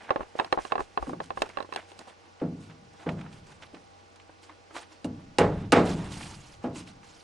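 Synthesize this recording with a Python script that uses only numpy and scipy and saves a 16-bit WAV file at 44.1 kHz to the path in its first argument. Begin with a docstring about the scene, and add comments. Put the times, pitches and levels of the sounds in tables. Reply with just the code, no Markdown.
"""At a plank barn wall, a sheet of paper is nailed up near a hand-held tape camera.
First fingers creak, rub and bump on the camera shell: decaying modes and shaped friction noise.
Then hands and hammer thud on the hollow wall (plank modes over dense ringing), and the paper slides
and ticks as noise in strokes and bursts. The camera motor whines as wavering sines under hiss,
and a limiter holds down the loud peaks."""
import sys
import numpy as np
from scipy import signal
from scipy.fft import rfft, irfft, next_fast_len
from scipy.io import wavfile
from scipy.ndimage import uniform_filter1d, minimum_filter1d, map_coordinates

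SR = 44100
rng = np.random.default_rng(int(sys.argv[2]) if len(sys.argv) > 2 else 0)


def to_wav(s):
    """Save 16-bit WAV."""
    ch = np.atleast_2d(s).T  # columns
    pcm = np.round(np.clip(ch, -1, 1) * 32767)  # PCM
    wavfile.write(sys.argv[1], SR, pcm.astype(np.int16))


N = 318843

# signs of the left and right channels
SIDES = np.array([[1], [-1]])
# correlation of left and right for hiss and loose rattles: freq_hz, likeness (-1 to 1)
HISS_ALIKE = [(60, 0.45), (130, -0.48), (290, -0.16), (640, 0.3), (1410, 0.19), (3100, 0.66), (6820, 0.41),
              (15000, -0.51)]
# correlation of left and right for friction, ticks and boards: freq_hz, likeness (-1 to 1)
NEAR_ALIKE = [(60, 1), (130, 1.0), (290, 0.99), (640, 0.89), (1410, 0.86), (3100, 0.92), (6820, 1),
              (15000, 0.54)]
# relative spectrum of the bright part of friction: freq_hz, density_db (per Hz)
FIZZ = [(1290, -21), (2200, -7), (2940, -5), (3730, -9), (4360, -7), (8510, -12.5), (11600, -9.5),
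        (12600, -35), (13000, -85)]


def amp(db):
    """Decibels are logarithmic: 20 dB is a tenfold gain in amplitude."""
    return 10 ** (np.asarray(db) / 20)


def unit(x):
    """Normalisation by effective value: the signal is scaled to rms 1."""
    return x / np.sqrt(np.mean(x ** 2) + 1e-20)


def along(points, hz):
    """Interpolation of (frequency, value) points along a logarithmic frequency axis."""
    f, v = np.transpose(points)
    return np.interp(np.log(hz + 1), np.log(f + 1), v)


def tilt(hz, db_per_octave, pivot_hz):
    """Spectral slope: a constant number of decibels per octave about a pivot."""
    return amp(db_per_octave * np.log2(np.maximum(hz, 20) / pivot_hz))


def soft(hz, hardness_hz):
    """Contact time: a softer contact lasts longer and drives less treble."""
    return 1 / (1 + (hz / hardness_hz) ** 2)


def wobble(rate):
    """Slow random modulation: a smooth curve through random knots, rate of them a second."""
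    knots = rng.standard_normal(int(N * rate / SR) + 4)
    return map_coordinates(knots, [np.arange(N) * rate / SR])


def filtered(x, response):
    """Linear filtering: the spectrum of x is multiplied by a response of frequency."""
    m = next_fast_len(x.shape[-1] + 8192)
    return irfft(rfft(x, m) * response(np.fft.rfftfreq(m, 1 / SR)), m)[..., :x.shape[-1]]


def stereo(pair, spectrum, alike):
    """Interchannel correlation: two unrelated signals, coloured, mix as mid and side to a set likeness."""
    # difference of the two microphones: freq_hz, left_minus_right_db
    lean = [(300, 0), (700, -1), (1290, -2.5), (2380, -3), (4400, -4.5), (8120, -0.5), (15000, -9)]

    def mid_side(hz):
        turn = np.arccos(np.clip(along(alike, hz), -1, 1)) / 2
        return amp(along(spectrum, hz)) * [np.cos(turn), np.sin(turn)]

    mid, side = filtered(pair, mid_side)
    left_right = np.array([mid + side, mid - side])
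    return filtered(left_right, lambda hz: amp(SIDES * along(lean, hz) / 2))


def rustle(spectrum, grain_db, surge_db):
    """Friction as modulated noise: fine grains in time, and surges in patches of the spectrum."""
    grains = amp(grain_db * wobble(500)) * rng.standard_normal((2, N))
    z = signal.stft(grains, nperseg=256)[2]
    patches = uniform_filter1d(rng.standard_normal(z.shape[1:]), size=14, axis=0)
    patches = uniform_filter1d(patches, size=5, axis=1)
    pair = signal.istft(z * amp(surge_db * unit(patches)), nperseg=256)[1][:, :N]
    return unit(stereo(pair, spectrum, NEAR_ALIKE))


def strokes(rows, rise_db_per_s, fall_db_per_s, rest_db):
    """Stroke envelopes, summed in power: each rises, holds its length and falls to a faint rest level."""
    start, length, *levels = np.transpose(rows)[:, :, None]
    t = np.arange(0, N / SR + .002, .001)
    before, after = np.maximum(start - t, 0), np.maximum(t - start - length, 0)
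    loss = rise_db_per_s * before + fall_db_per_s * after
    gains = []
    for db, rest in zip(levels, rest_db):
        power = np.sum(amp(db - loss) ** 2, axis=0) + amp(rest) ** 2
        gains.append(np.interp(np.arange(N) / SR, t, np.sqrt(power)))
    return gains


def add(track, s, sound):
    """Superposition: a short sound is added to the track at s seconds."""
    part = track[:, round(s * SR):][:, :sound.shape[1]]
    part += sound[:, :part.shape[1]]


def camera():
    """Periodic and random machine noise: motor lines that waver a little in phase and level, over hiss."""
    # motor lines: freq_hz, level_db
    motor_lines = [(91.5, -63.5), (473.7, -66), (802.1, -58.5), (1147, -66.5), (1459, -67.5), (2099, -75),
                   (2611, -74), (2945, -77), (4194, -77)]
    # relative hiss spectrum: freq_hz, density_db (per Hz)
    hiss_spectrum = [(15, -34), (25, -6), (50, -4.5), (110, -2), (200, -1), (340, -3), (600, -1.5),
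                     (1100, -9.5), (1700, -12), (2500, -12.5), (3500, -16), (5600, -16), (8000, -27),
                     (11000, -32), (13000, -75)]
    hiss_db = -58.5
    t, whine = np.arange(N) / SR, 0
    for hz, db in motor_lines:
        waver = min(hz / 900, 1) * wobble(14)
        side_phase = SIDES * min(hz / 700, 1.2)
        level = amp(db + 2.4 * wobble(8.6))
        whine = whine + level * np.sin(2 * np.pi * hz * t + waver + side_phase)
    hiss = unit(stereo(rng.standard_normal((2, N)), hiss_spectrum, HISS_ALIKE))
    return whine + amp(hiss_db + 0.2 * wobble(3.7)) * hiss


def grip():
    """Sliding friction and rocking: the palm rubs the shell and rocks the camera until the grip settles."""
    # strokes of the palm: start_s, length_s, rub_db, fizz_db
    palm_strokes = [(0.0, 0.098, -50, -75), (0.03, 0.012, -58, -60), (0.09, 0.014, -43.5, -74),
                    (0.21, 0.023, -50, -70), (0.365, 0.064, -44.5, -59), (0.44, 0.03, -56, -65),
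                    (0.53, 0.014, -55, -58), (0.605, 0.075, -53, -53), (0.705, 0.017, -48, -63),
                    (0.803, 0.018, -53, -53.5), (0.93, 0.026, -62, -72), (1.02, 0.032, -53, -57.5),
                    (1.08, 0.028, -56, -56), (1.235, 0.0089, -56, -53), (1.37, 0.065, -58, -56),
                    (1.44, 0.07, -52, -61), (1.55, 0.057, -54, -72), (1.71, 0.061, -55, -62),
                    (1.77, 0.024, -44.5, -57), (1.89, 0.019, -60, -58.5), (1.99, 0.02, -51.5, -58),
                    (2.075, 0.023, -52, -60)]
    # relative spectrum of the rub: freq_hz, density_db (per Hz)
    rub_spectrum = [(88, -12), (150, 12), (945, 19), (1240, 13), (1510, 17.5), (3350, 6), (4000, -1),
                    (5200, -57), (8800, -120)]
    # rocking of the camera: start_s, level_db
    bumps = [(0.22, -45.5), (0.6, -45), (0.82, -43), (1.03, -41), (1.42, -39.5), (1.78, -64)]
    # relative spectrum of the rocking: freq_hz, density_db (per Hz)
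    bump_spectrum = [(15, -8), (30, -21), (55, -1), (90, -47), (150, -49)]
    still_s = 2.15
    rub, fizz = strokes(palm_strokes, rise_db_per_s=704, fall_db_per_s=348, rest_db=(-64, -72))
    bump_rows = [(s, 0, db) for s, db in bumps]
    rock, = strokes(bump_rows, rise_db_per_s=450, fall_db_per_s=400, rest_db=[-79])
    rocking = rock * unit(stereo(rng.standard_normal((2, N)), bump_spectrum, [(30, 0.4)]))
    rubbing = rub * rustle(rub_spectrum, grain_db=3.0, surge_db=4.0)
    fizzing = fizz * rustle(FIZZ, grain_db=3.0, surge_db=-1.0)
    moving = np.clip((still_s - np.arange(N) / SR) * 20, 0, 1)  # fades over the last 50 ms
    return moving * (rubbing + fizzing + rocking)


def creaks():
    """Stick-slip and modal ringing: each slip of a finger rings the shell, unequally at two microphones."""
    # slips: start_s, level_db, brightness_db_per_octave, depth_db (modes under 650 Hz), left_minus_right_db
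    slips = [(0.104, -12, -6.5, 1, -0.5), (0.158, -17.5, -9, 7.5, 1), (0.194, -32, -20, 15, 5),
             (0.205, -23.5, -18, 10, 2), (0.228, -36.5, -6, 12, 0), (0.352, -33, -9, 25, 2),
             (0.388, -23, -5, -11, -5), (0.396, -13.5, -4.5, -2, 0), (0.444, -29, -0.5, -9, 1.5),
             (0.524, -11, -2.5, -1, 0.5), (0.573, -19.5, -26, -2, 7), (0.585, -22.5, -14, 5, -3),
             (0.649, -29, -5, -4, -3), (0.719, -16, -5.5, 0, -0.5), (0.753, -19.5, -7, 4, 0.5),
             (0.778, -24, -10, -2, 1), (0.792, -24.5, -19, 7, 4), (0.803, -22, -12, 5.5, -2),
             (0.973, -17, -8.5, -1.5, 1.5), (1.024, -25.5, -30, 3, 3.5), (1.068, -34, -14, 13, 1),
             (1.093, -28.5, -35, 4, 6), (1.131, -27, -31, 12, 0), (1.201, -22.5, -8.5, 4, 2.5),
             (1.303, -23.5, -7, -1.5, 1), (1.372, -23.5, -11, 3, 2), (1.402, -41, -10, 9, 8),
             (1.418, -13.5, 2, 10.5, 0.5), (1.461, -39, -5, 11, -4), (1.489, -38, 4, 13, 2),
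             (1.57, -22.5, -5, 3, -3.5), (1.584, -26, -4.5, 6, 7), (1.602, -28, -4.5, 6, -10),
             (1.624, -33.5, 1, 11, 0), (1.645, -37, -21, 7, -1), (1.689, -41, -13, 20, 2),
             (1.723, -28.5, -4, 2, -6.5), (1.735, -33, 3, -6, 2), (1.746, -38, 3, -8, 2),
             (1.759, -22.5, 2.5, -3, 2.5), (1.915, -38, 0.5, 6, 4), (1.989, -38.5, 7, 6, -3),
             (2.081, -45.5, -2, 7, -7)]
    # shell modes: freq_hz, level_db, t60_s, left_minus_right_db, left_lead_rad (used within 3 either way)
    shell = [(357, -13.5, 0.038, 9, 1), (544, -2, 0.022, -5, 1.27), (785, 2, 0.034, -1, 1.67),
             (1070, -2, 0.05, -12, -3), (1340, -31.5, 0.06, -43, -5), (1694, -1, 0.025, -6, 0.7),
             (2150, -12, 0.028, -1, 0.5), (2695, -4, 0.028, -4, 0.46), (3194, -10, 0.025, 9, 0),
             (3930, -7.5, 0.025, -13.5, -13.5), (4485, -16.5, 0.033, 1, 0.3), (5300, -12.5, 0.024, -5, -8),
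             (7430, -32, 0.013, -5, -0.8)]
    # relative spectrum of loose parts: freq_hz, density_db (per Hz)
    rattle_spectrum = [(150, -13.5), (400, 9.5), (900, 4), (1400, -6.5), (2500, -18), (4000, -24),
                       (8000, -66)]
    out, t = np.zeros((2, N)), np.arange(SR // 8) / SR
    hz, level, t60, lean, lead = np.transpose(shell)[:, :, None, None]
    dying = amp(-60 * t / t60) + amp(6.5 - 60 * t / (0.41 * t60))  # the first swings are the largest
    for s, db, bright_db, depth_db, pan_db in slips:
        share = amp(level + depth_db * (hz < 650) + rng.normal(0, 2, hz.shape))
        share = share * tilt(np.maximum(hz, 1200), bright_db, 1200)
        pitch = hz * (1 + rng.normal(0, 0.026, hz.shape))
        turn = 2 * np.pi * pitch * t + np.clip(lead, -3, 3) * (SIDES > 0)
        ring = np.sum(share * dying * amp(SIDES * lean / 2) * np.sin(turn), axis=0) / share.sum()
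        ring = ring * (1 - np.exp(-t / .0004)) ** 2
        # loose parts rattle on, duller and later
        shaking = (1 - np.exp(-t / 0.00061)) ** 2 * amp(-60 * t / 0.092)
        rattle = stereo(rng.standard_normal((2, len(t))) * shaking, rattle_spectrum, HISS_ALIKE)
        # hard slips spit treble
        snap_gain = (1 - np.exp(-t / 0.0013)) * amp(-17.5 + 2.5 * bright_db - 60 * t / 0.018)
        snap = snap_gain * rng.standard_normal(len(t))
        click = ring + amp(-7) * rattle + snap
        add(out, s + 0.0015, amp(db + 5.5 + SIDES * pan_db / 2) * click)
    return out


def paper():
    """Friction and impulses: the sheet slides on rough paint; single creases and the nail tick."""
    # strokes of the sheet over the paint: start_s, length_s, slide_db, fizz_db
    swipes = [(2.24, 0.053, -62, -76), (2.61, 0.064, -64, -62.5), (2.7, 0.023, -56, -70),
              (2.935, 0.012, -59, -66), (3.0, 0.035, -52.5, -61), (3.1, 0.026, -59, -62),
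              (3.175, 0.11, -55, -70), (3.32, 0.072, -61.5, -62), (3.47, 0.055, -56.5, -59.5),
              (3.62, 0.027, -54.5, -64), (3.74, 0.026, -60, -66), (4.21, 0.02, -75, -78),
              (4.43, 0.014, -60, -57.5), (4.498, 0.0064, -51, -74), (4.755, 0.029, -43, -47),
              (4.8, 0.022, -53.5, -58), (4.92, 0.0092, -56.5, -60), (5.19, 0.02, -61, -82),
              (5.5, 0.15, -50, -64.5), (5.86, 0.061, -39, -44.5), (5.97, 0.12, -45.5, -53.5),
              (6.12, 0.12, -48, -46), (6.26, 0.086, -51.5, -50), (6.38, 0.16, -58.5, -56),
              (6.63, 0.014, -54, -60), (6.76, 0.036, -49.5, -47.5), (6.875, 0.022, -55.5, -55.5),
              (7.04, 0.17, -62.5, -59.5)]
    # relative spectrum of the slide: freq_hz, density_db (per Hz)
    slide_spectrum = [(120, -80), (200, -39), (310, -0.5), (419, -15.5), (946, -8), (1030, -10.5),
                      (4000, -25), (5200, -69), (8800, -120)]
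    # ticks of paper and nail: start_s, level_db, brightness_db_per_octave
    ticks = [(2.399, -42.5, -2.5), (2.698, -45, -2), (3.089, -24.5, -4.5), (3.19, -40, -11),
             (3.21, -37.5, -2), (3.262, -40, -12), (3.328, -46, 2.5), (3.519, -43.5, -5), (3.622, -38, 1),
             (3.632, -34.5, -2.5), (3.745, -38, -2.5), (3.768, -46, -7), (4.158, -53.5, 6),
             (4.198, -45.5, 0), (4.294, -47, -14), (4.434, -49, 1), (4.494, -39.5, -9), (4.707, -40, -10.5),
             (4.764, -26, -4), (4.829, -40.5, -0.5), (4.918, -48, -6), (5.864, -45, -5), (6.208, -33.5, -6),
             (6.758, -39.5, 2), (6.874, -44, 2), (7.031, -45, -5)]
    # tick spectrum before its brightness slope: freq_hz, density_db (per Hz)
    tick_spectrum = [(200, -29.5), (500, -4), (1000, 4.5), (2500, 6.5), (6000, -9), (12000, -23)]
    tick_t60_s = 0.049
    slide, fizz = strokes(swipes, rise_db_per_s=706, fall_db_per_s=309, rest_db=(-66.5, -70.5))
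    out = slide * rustle(slide_spectrum, grain_db=1.0, surge_db=1.5)
    out = out + fizz * rustle(FIZZ, grain_db=1.0, surge_db=3.0)
    t = np.arange(SR // 8) / SR
    tick_shape = (1 - np.exp(-t / 0.00086)) * amp(-60 * t / tick_t60_s)
    for s, db, bright_db in ticks:
        burst = rng.standard_normal((2, len(t))) * tick_shape
        colour = [(hz, level + bright_db * np.log2(hz / 1500)) for hz, level in tick_spectrum]
        add(out, s, amp(db) * stereo(burst, colour, NEAR_ALIKE))
    return out


def hammer_snap(t):
    """Hard impact: steel on steel gives a sharp snap, the ring of the head and a short bright spray."""
    head_hz, head_db, head_t60_s = 2830, -14.5, 0.047
    snap = np.sin(2 * np.pi * 4000 * t) * amp(-60 * t / 0.002)
    ring = np.sin(2 * np.pi * head_hz * t) * amp(head_db - 60 * t / head_t60_s)
    spray = 0.2 * rng.standard_normal(len(t)) * amp(-60 * t / 0.065)
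    return snap + ring + spray


def wall():
    """Modal and statistical response: blows excite plank modes and dense ringing of boards and hollow."""
    # blows: start_s, level_db, hardness_hz, boom_db, plank_hz, lift_db (near plank_hz), crack_db, rise_s
    blows = [(1.072, -45, 300, -7, 290, 9.5, -70, 0.0049), (2.414, -32, 350, -11, 258, 6, -70, 0.0012),
             (3.061, -38, 710, 0, 162, 4.5, -70, 0.0039), (3.729, -69, 547, -20, 315, 8.5, -70, 0.0035),
             (5.045, -46.5, 503, 5, 244, 12, -26, 0.00038), (5.385, -22.5, 1450, 3.5, 470, 4, -6, 0.00075),
             (5.7213, -17, 1890, -3.5, 305, 2.5, -4, 0.0018), (6.64, -38, 613, -3.5, 275, 5, -45, 0.00077)]
    # plank modes: freq_hz, level_db, t60_s
    planks = [(57, -16, 0.93), (102.3, -8, 0.92), (158.4, -7.5, 1), (181.7, -7.5, 1), (231.2, -11.5, 0.57),
              (253.2, -1.5, 0.32), (284.4, -9, 0.49), (306.9, -2.5, 0.27), (396.3, -8.5, 0.36),
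              (430.6, -14.5, 0.7), (486.4, -4.5, 0.44), (533, -3.5, 0.24), (598, -12, 0.56),
              (678, -7.5, 0.49), (748, -19.5, 0.76), (831.4, -6.5, 0.37), (960, -31, 0.2)]
    # relative spectrum of the dense ringing: freq_hz, density_db
    boards = [(40, -11.5), (100, -3), (250, -4), (500, 1.5), (1000, -1), (2000, -3), (4000, -9),
              (8000, -16), (14000, -28)]
    # decay of the dense ringing: freq_hz, t60_s
    board_fade = [(50, 3.12), (150, 2.02), (400, 0.51), (1000, 0.39), (2500, 0.28), (6000, 0.34),
                  (12000, 0.6)]
    tilt_db_per_octave = 1.5
    out, t = np.zeros((2, N)), np.arange(SR + SR // 2) / SR
    hz, level, t60 = np.transpose(planks)[:, :, None]
    for s, db, hardness_hz, boom_db, plank_hz, lift_db, crack_db, rise in blows:
        knock_db = -7.5 - 0.42 * db  # light blows stay more in the struck plank

        def drive(f):
            lift = lift_db * np.exp(-(np.log((f + 1) / plank_hz) / 0.32) ** 2)
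            boom = boom_db / (1 + (f / 125) ** 4)
            return soft(f, hardness_hz) * tilt(f, tilt_db_per_octave, 410) * amp(lift + boom)

        def dying(f, u, fade):
            # the struck plank hands its energy on quickly, the whole wall keeps it longer
            decay = amp(-60 * u / fade) + amp(knock_db - 60 * u / (0.53 * fade))
            # the bass comes late, out of the hollow behind
            late = 1 - 0.71 * np.exp(-(u * (f / 100 + 0.74) ** 2 / 0.1) ** 2)
            return decay * late

        share = amp(level + rng.normal(0, 2, hz.shape)) * drive(hz)
        swings = np.sin(2 * np.pi * (hz * t + rng.random(hz.shape)))
        modes = np.sum(share * dying(hz, t, t60) * swings, axis=0)
        f, when, z = signal.stft(rng.standard_normal((2, len(t))), SR, nperseg=512)
        f = f[:, None]
        z = z * drive(f) * dying(f, when + 0.00056, along(board_fade, f))
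        dense = signal.istft(z, SR, nperseg=512)[1][:, :len(t)]
        swell = 1 - np.exp(-t / max(rise, 1e-4))
        add(out, s, amp(db) * swell * (modes + amp(14) * stereo(dense, boards, NEAR_ALIKE)))
        add(out, s, amp(crack_db - 2.3 * SIDES) * hammer_snap(t))
    return out


def scene():
    """Linear superposition of all sources."""
    return camera() + grip() + creaks() + paper() + wall()


def record(dry):
    """Band limiting and peak limiting: the treble rolls off; gain clamps at once and recovers more slowly."""
    # treble response, taken relative to its first point: freq_hz, level_db
    treble = [(9000, 2.5), (11000, -10), (13000, -28), (16000, -45)]
    top_hz, ceiling = 16300, .5
    heard = filtered(dry, lambda hz: np.minimum(1, amp(along(treble, hz) - treble[0][1])))
    need = np.minimum(1, ceiling / (np.abs(heard).max(axis=0) + 1e-9))
    held = minimum_filter1d(need, size=661, origin=300)  # 15 ms window, mostly past
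    clamp = uniform_filter1d(held, size=45)
    release = uniform_filter1d(held, size=601, origin=290)
    return filtered(heard * np.minimum(clamp, release), lambda hz: hz < top_hz)


dry = scene()
out = record(dry)
to_wav(out)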